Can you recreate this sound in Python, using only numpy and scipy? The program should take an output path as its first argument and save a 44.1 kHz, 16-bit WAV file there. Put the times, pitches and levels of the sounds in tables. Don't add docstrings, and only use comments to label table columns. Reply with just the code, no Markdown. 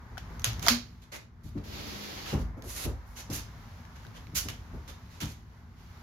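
import sys
import numpy as np
from scipy import signal
from scipy.fft import rfft, irfft, next_fast_len
from scipy.io import wavfile
from scipy.ndimage import uniform_filter1d, map_coordinates

SR = 44100
rng = np.random.default_rng(int(sys.argv[2]) if len(sys.argv) > 2 else 0)


def bounce(signal):
    frames = np.transpose(np.atleast_2d(signal))
    limited = np.clip(frames, -1, 1)
    pcm = np.round(limited * 32767).astype(np.int16)
    wavfile.write(sys.argv[1], SR, pcm)


N = 265878
T = np.arange(N) / SR

# pitch in Hz, relative level in dB, seconds to fade by 60 dB.
FLOOR_MODES = [(53, -0.5, 0.67), (73, 0.5, 0.49), (108.3, 1.5, 0.4), (150.3, 4, .25), (206.8, 1.5, 0.22),
               (234, -9.5, 0.28), (292.2, 1, 0.17), (342.2, -8.5, 0.13), (400, -11.5, 0.034)]


def amp(db):
    return 10 ** (np.asarray(db) / 20)


def unit(x):
    return x / np.sqrt(np.mean(x ** 2) + 1e-20)


def along(points, hz):
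    freqs, values = np.transpose(points)
    return np.interp(np.log(hz + 1), np.log(freqs + 1), values)


def wobble(rate):
    return map_coordinates(rng.standard_normal(int(N * rate / SR) + 4), [T * rate])


def filtered(x, response):
    n = x.shape[-1]
    padded = next_fast_len(n + SR // 8)
    return irfft(rfft(x, padded) * response(np.fft.rfftfreq(padded, 1 / SR)), padded)[..., :n]


def sides(pan_db):
    return amp(np.array([[.5], [-.5]]) * pan_db)


def add(out, start, x):
    part = out[:, round(start * SR):][:, :x.shape[-1]]
    part += x[..., :part.shape[1]]


def rush(spectrum, n):
    # frequency in Hz, likeness of left and right from 0 to 1.
    likeness = [(60, 1), (250, 0.91), (600, 0.9), (1200, 0.13), (5000, 0.1), (12000, 0.17)]

    def mid_side_gains(hz):
        width = np.arccos(along(likeness, hz)) / 2
        return amp(along(spectrum, hz)) * [np.cos(width), np.sin(width)]

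    mid, side = filtered(rng.standard_normal((2, n)), mid_side_gains)
    return unit(np.array([mid + side, mid - side]))


def cabin(x, wet_db):
    # frequency in Hz, seconds to fade by 60 dB.
    reverb_times = [(100, 0.57), (1000, 0.28), (5000, 0.3), (12000, 0.2)]
    hz, t, bands = signal.stft(rng.standard_normal((2, SR // 3)), SR, nperseg=256)
    decay = amp(-60 * t / along(reverb_times, hz)[:, None])
    tail = signal.istft(bands * decay, SR, nperseg=256)[1]
    tail *= np.minimum(T[:tail.shape[1]] / 0.0026, 1)
    tail *= amp(wet_db) / np.linalg.norm(tail[0])
    response = np.pad(tail, ((0, 0), (SR // 400, 0)))
    response[:, 0] = 1
    return signal.fftconvolve(x, response, axes=1)


def background():
    # time in seconds, then the levels of rumble, murmur and hiss in dB.
    faders = [(0.0, -49.5, -59.5, -70), (0.2, -48.5, -56.5, -65.5), (0.6, -39.5, -54, -56.5),
              (0.82, -49.5, -68, -67.5), (1.07, -54.5, -65.5, -71.5), (1.299, -57, -69.5, -82),
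              (1.6, -47.5, -64, -68), (1.9, -49, -63, -64), (2.28, -52.5, -57, -66),
              (2.4, -39.5, -56, -66.5), (2.6, -48.5, -60, -77), (2.97, -53.5, -59.5, -69.5),
              (3.46, -47.5, -59.5, -62.5), (4.0, -50, -58.5, -64), (4.35, -46, -59, -64),
              (5.299, -52, -61.5, -64.5), (5.44, -53, -65, -70.5), (5.751, -51.5, -65, -71.5),
              (5.8, -49, -63.5, -63.5), (6.03, -49.5, -62, -65.5)]
    # frequency in Hz, relative level in dB.
    rumble = [(12, -43), (20, -14), (49, -1), (107, -2), (145, -11.5), (174, -9), (206, -17), (241, -10),
              (264, -21), (450, -29), (580, -47), (990, -120)]
    murmur = [(250, -27.5), (400, -6), (600, -4.5), (900, 2), (1500, -1.5), (2200, -7.5), (3500, -49)]
    hiss = [(1000, -32), (2000, 4.5), (4000, 1), (7000, -3), (12000, -5), (16000, -4.5)]
    times, *levels = np.transpose(faders)
    sways_db = [.9 * wobble(rate) for rate in (7, 9, 14)]
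    return sum(amp(np.interp(T, times, db) + sway_db) * rush(colour, N)
               for db, sway_db, colour in zip(levels, sways_db, (rumble, murmur, hiss)))


def from_below(x):
    lag_s = np.array([[0.0004276], [0]])
    return filtered(x, lambda hz: np.exp(-2j * np.pi * hz * lag_s))


def slides():
    # start, end and rise in seconds, hiss and drone levels in dB, brightness from 0 to 1.
    drags = [(1.635, 2.329, 0.12, -44.5, -46, 0.02), (2.634, 2.758, 0.069, -40.5, -71, 0.88),
             (2.744, 2.865, 0.019, -34.5, -61.5, 0.79)]
    touch_db, arch_depth_db = -11.5, 7
    tilt_db_per_octave = 10
    boards = sorted((hz * detune, level - drop_db + tilt_db_per_octave * np.log2(hz / 290))
                    for hz, level, _ in FLOOR_MODES[3:7]
                    for detune, drop_db in ((.96, 16), (1, 0), (1.04, 16)))
    out = np.zeros((2, N))
    for start, end, rise, hiss_db, drone_db, bright in drags:
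        t = np.arange(0, end - start, 1 / SR)
        dull = rush([(200, -6), (600, -3), (2000, -1), (4500, -1.5), (9000, -16), (16000, -10)], len(t))
        fine = rush([(800, -10), (3000, -25), (6000, -5), (10000, 4), (16000, -10.5)], len(t))
        flutter_db = 1.2 * wobble(30)[:len(t)]
        swell_db = touch_db * np.maximum(1 - t / rise, 0)
        hiss = np.sqrt(1 - bright) * dull + np.sqrt(bright) * fine
        hiss *= amp(hiss_db + swell_db + flutter_db - 2.5)
        arch_db = -arch_depth_db * (2 * t / t[-1] - 1) ** 2
        drone = rush([(100, -69)] + boards + [(700, -23), (1500, -33)], len(t))
        drone *= amp(drone_db + arch_db - 1)
        fades = np.minimum(np.minimum(t, t[-1] - t) / 0.0066, 1)
        add(out, start, cabin(fades * (hiss + drone), wet_db=-7.5))
    return out


def grit(n):
    lumps = unit(uniform_filter1d(rng.standard_normal(n), SR // 500))
    return unit(amp(0.81 * lumps))


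def scuffs():
    # start in seconds, level in dB, rise and hold in seconds, tilt in dB per octave,
    # centre of a hollow resonance in Hz.
    strokes = [(0.614, -38.5, .012, 0.092, -2, 5970), (1.013, -59, 0.0077, 0.021, -1.5, 3860),
               (1.114, -43, 0.0083, 0.045, -2, 2080), (1.431, -60, .005, 0.059, 1.5, 4000),
               (1.573, -47, 0.0037, 0.011, -6.5, 4000), (2.256, -44, 0.0037, 0.084, -2.5, 2990),
               (2.381, -54, 0.0078, 0.034, 0.5, 5000), (3.051, -63, .02, 0.1, 6.5, 4960),
               (3.147, -44.5, 0.024, 0.042, -0.5, 6000), (3.299, -43.5, 0.0016, 0.097, -0.5, 5000),
               (3.32, -35, 0.01, 0.036, 3.5, 6140), (3.949, -54, 0.011, 0.01, -3.5, 1600),
               (4.047, -55, 0.0083, 0.027, -7.5, 1500), (4.121, -50.5, 0.038, 0.021, -4, 3100),
               (4.343, -26, 0.014, 0.034, 3, 6200), (4.482, -39.5, .004, 0.017, -1.5, 3060),
               (4.876, -48, 0.0015, 0.029, -2, 3740), (5.088, -59, .02, .08, -2.5, 4040),
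               (5.201, -37.5, 0.004, 0.03, -1, 3030), (5.259, -53, 0.015, 0.052, 0.5, 6060)]
    # frequency in Hz, relative level in dB.
    sole_colour = [(150, -9), (500, -4.5), (1200, -2.5), (2500, -2), (5000, -5), (9000, 0.5), (16000, -8)]
    hz = np.geomspace(150, 16000, num=80)
    out, t = np.zeros((2, N)), T[:SR // 4]
    for start, db, rise, hold, tilt, hollow_hz in strokes:
        hollow_db = 2.5 + 3 * np.log2(6000 / hollow_hz)
        bell = np.exp(-(np.log2(hz / hollow_hz) / 0.22) ** 2)
        colour_db = along(sole_colour, hz) + tilt * np.log2(hz / 3000) + hollow_db * bell
        friction = grit(len(t)) * rush(np.transpose([hz, colour_db]), len(t))
        attack = np.minimum(t / rise, 1) ** 2
        release = np.exp(-np.maximum(t - rise - hold, 0) / 0.0012)
        scuff = amp(db - 1.5) * sides(pan_db=-0.8) * attack * release * friction
        add(out, start, cabin(scuff, wet_db=-2.5))
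    return out


def heels():
    # time in seconds, level in dB, hardness in dB per octave, relative knock level in dB.
    thuds = [(0.115, -40.5, -8, -11), (0.298, -39, -8, -9.5), (1.446, -32.5, -3.5, -26),
             (1.555, -28, 3.5, -17), (2.331, -18, 1, -11), (2.408, -27, -8, -22), (2.57, -40, -7, -3),
             (2.629, -42.5, -11, 0), (2.854, -25, -6.5, -8), (3.091, -51.5, -22.5, -19),
             (3.297, -28, 1, -9.5), (4.331, -31.5, -2, -20.5), (4.453, -36.5, 1, -7),
             (4.735, -31, -6, -12.5), (4.88, -41, -4, -12.5), (5.223, -26, 2, -18)]
    knock_colour = [(120, -31), (250, 1.5), (500, -6.5), (800, -14.5), (1200, -17), (3000, -38)]
    hz, mode_db, t60 = np.transpose(FLOOR_MODES)[:, :, None]
    spread = 0.15 * np.array([1, -1])[:, None, None]
    out, t = np.zeros((2, N)), T[:SR // 2]
    for start, db, hardness, knock_db in thuds:
        scatter_db, shift, skew = rng.standard_normal((3, len(FLOOR_MODES), 1))
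        gain_db = mode_db + scatter_db + hardness * np.log2(hz / 110)
        phase = 0.51 * shift + spread * skew
        modes = amp(gain_db - 60 * t / t60) * np.sin(2 * np.pi * hz * t + phase)
        ring = modes.sum(1) * (1 - np.exp(-t / 0.0066))
        knock = rush(knock_colour, len(t)) * amp(-60 * t / 0.3) * (1 - np.exp(-t / 0.0076))
        add(out, start - .003, amp(db - 11) * ring + amp(db + knock_db - 1.5) * knock)
    return out


def door_panel():
    # start in seconds, pitch in Hz, level in dB, rise in seconds, seconds to fade by 60 dB.
    modes = [(.462, 114.7, -23.5, 0.011, 0.26), (.655, 100, -28.5, 0.012, 0.055),
             (.666, 689, -22, .003, 0.073), (.666, 933, -25.5, 0.0014, .05),
             (.695, 239.5, -16, 0.018, 0.24)]
    out, t = np.zeros((2, N)), T[:SR // 2]
    for start, hz, db, rise, t60 in modes:
        swell = (1 - np.exp(-t / rise)) ** 2
        add(out, start, amp(db - 60 * t / t60) * swell * np.sin(2 * np.pi * hz * t))
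    return out


def latch_and_ticks():
    # start in seconds, level in dB,
    # left over right in dB, ring pitch in Hz, clack level against the ring in dB, decay time in ms.
    clicks = [(0.172, -36.5, 14, 1490, -16, 2), (0.178, -35, 8, 1450, -10, 1.8),
              (.179, -36.5, 4, 755, -3.5, 3.6), (0.1813, -43.5, -5, 3160, 2.5, 2.3),
              (0.3952, -40.5, -2.5, 6230, 2.5, 1.7), (0.419, -42, -2.5, 5740, 0, 1.4),
              (.4428, -21, -6.5, 3500, 2, 0.88), (0.445, -0.5, 15.5, 9600, -9, 0.27),
              (0.4446, -16.5, -1, 6750, 1, 0.75), (0.4521, -21.5, -8, 6300, -5.5, 0.7),
              (0.46, -34.5, -7, 3220, -2.5, 1.1), (0.532, -37.5, 1, 6170, 4, 0.95),
              (.595, -45.5, -3, 3900, 11, 1.7), (.627, -39.5, -5, 6400, 11.5, 1.9),
              (.665, -27.5, -6, 3600, 5, 1.2), (0.6679, -24, 7, 1300, -2, 1.9),
              (0.6738, -20.5, -10, 5600, 0.5, 0.96), (0.6836, -9.5, -3, 1980, 1, 0.98),
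              (0.6841, -8, 3, 4680, 1.5, 0.71), (0.6875, -15.5, -1.5, 3300, 1.5, 1.3),
              (2.6222, -52, 0.5, 6500, 9.5, 2.9), (3.8518, -46, 8, 1800, -2, 1.3),
              (4.0343, -50, 6, 1300, -2.5, 1.2), (4.0502, -41.5, 6, 1550, -7.5, 1.4),
              (4.067, -49.5, 8, 3800, 3, 1.2), (4.27, -40.5, -8, 2200, -10, 0.74),
              (4.3005, -51, 2.5, 2000, -7, 0.95), (4.4859, -40, -2, 3030, 12, 1.6),
              (5.213, -35.5, -12, 6000, -8, 1.4), (5.2565, -36, -2, 6300, 0.5, 1.2),
              (5.317, -46, -2.5, 4500, -17, 1.1)]
    out, t = np.zeros((2, N)), T[:SR // 40]
    for start, db, pan_db, ring_hz, clack_db, decay_ms in clicks:
        def clack_band(hz):
            low_cut = (1j * hz / (550 + 1j * hz)) ** 2
            return low_cut / (1 + 1j * hz / (3 * ring_hz))

        clack = unit(filtered(rng.standard_normal((2, len(t))), clack_band))
        attack = np.minimum(t / 0.0003, 1)
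        envelope = amp(db) * sides(pan_db) * attack * np.exp(-1000 * t / decay_ms)
        wet_db = -2.5 + 0.19 * (db + 25)
        add(out, start, envelope * np.sin(2 * np.pi * ring_hz * t))
        add(out, start, cabin(envelope * amp(clack_db) * clack, wet_db))
    return out


def scene():
    return latch_and_ticks() + door_panel() + from_below(scuffs() + slides()) + heels() + background()


def record(dry):
    # frequency in Hz, gain in dB.
    port_eq = [(20, -9), (60, 2.5), (1500, 2), (6400, 3.5), (7200, -0.5), (8200, -13), (9600, -7),
               (11800, 1), (14500, -6), (15500, -7), (16400, -23.5)]
    # frequency in Hz, left over right in dB.
    hand_shade = [(60, 0.2), (700, 2.5), (1300, 1), (2400, 0.5), (4400, -4.5), (15000, -5)]
    ceiling, top_hz = .96, 16600
    heard = filtered(dry, lambda hz: amp(along(port_eq, hz)) * sides(along(hand_shade, hz)))
    return filtered(np.clip(heard, -ceiling, ceiling), lambda hz: hz < top_hz)


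dry = scene()
out = record(dry)
bounce(out)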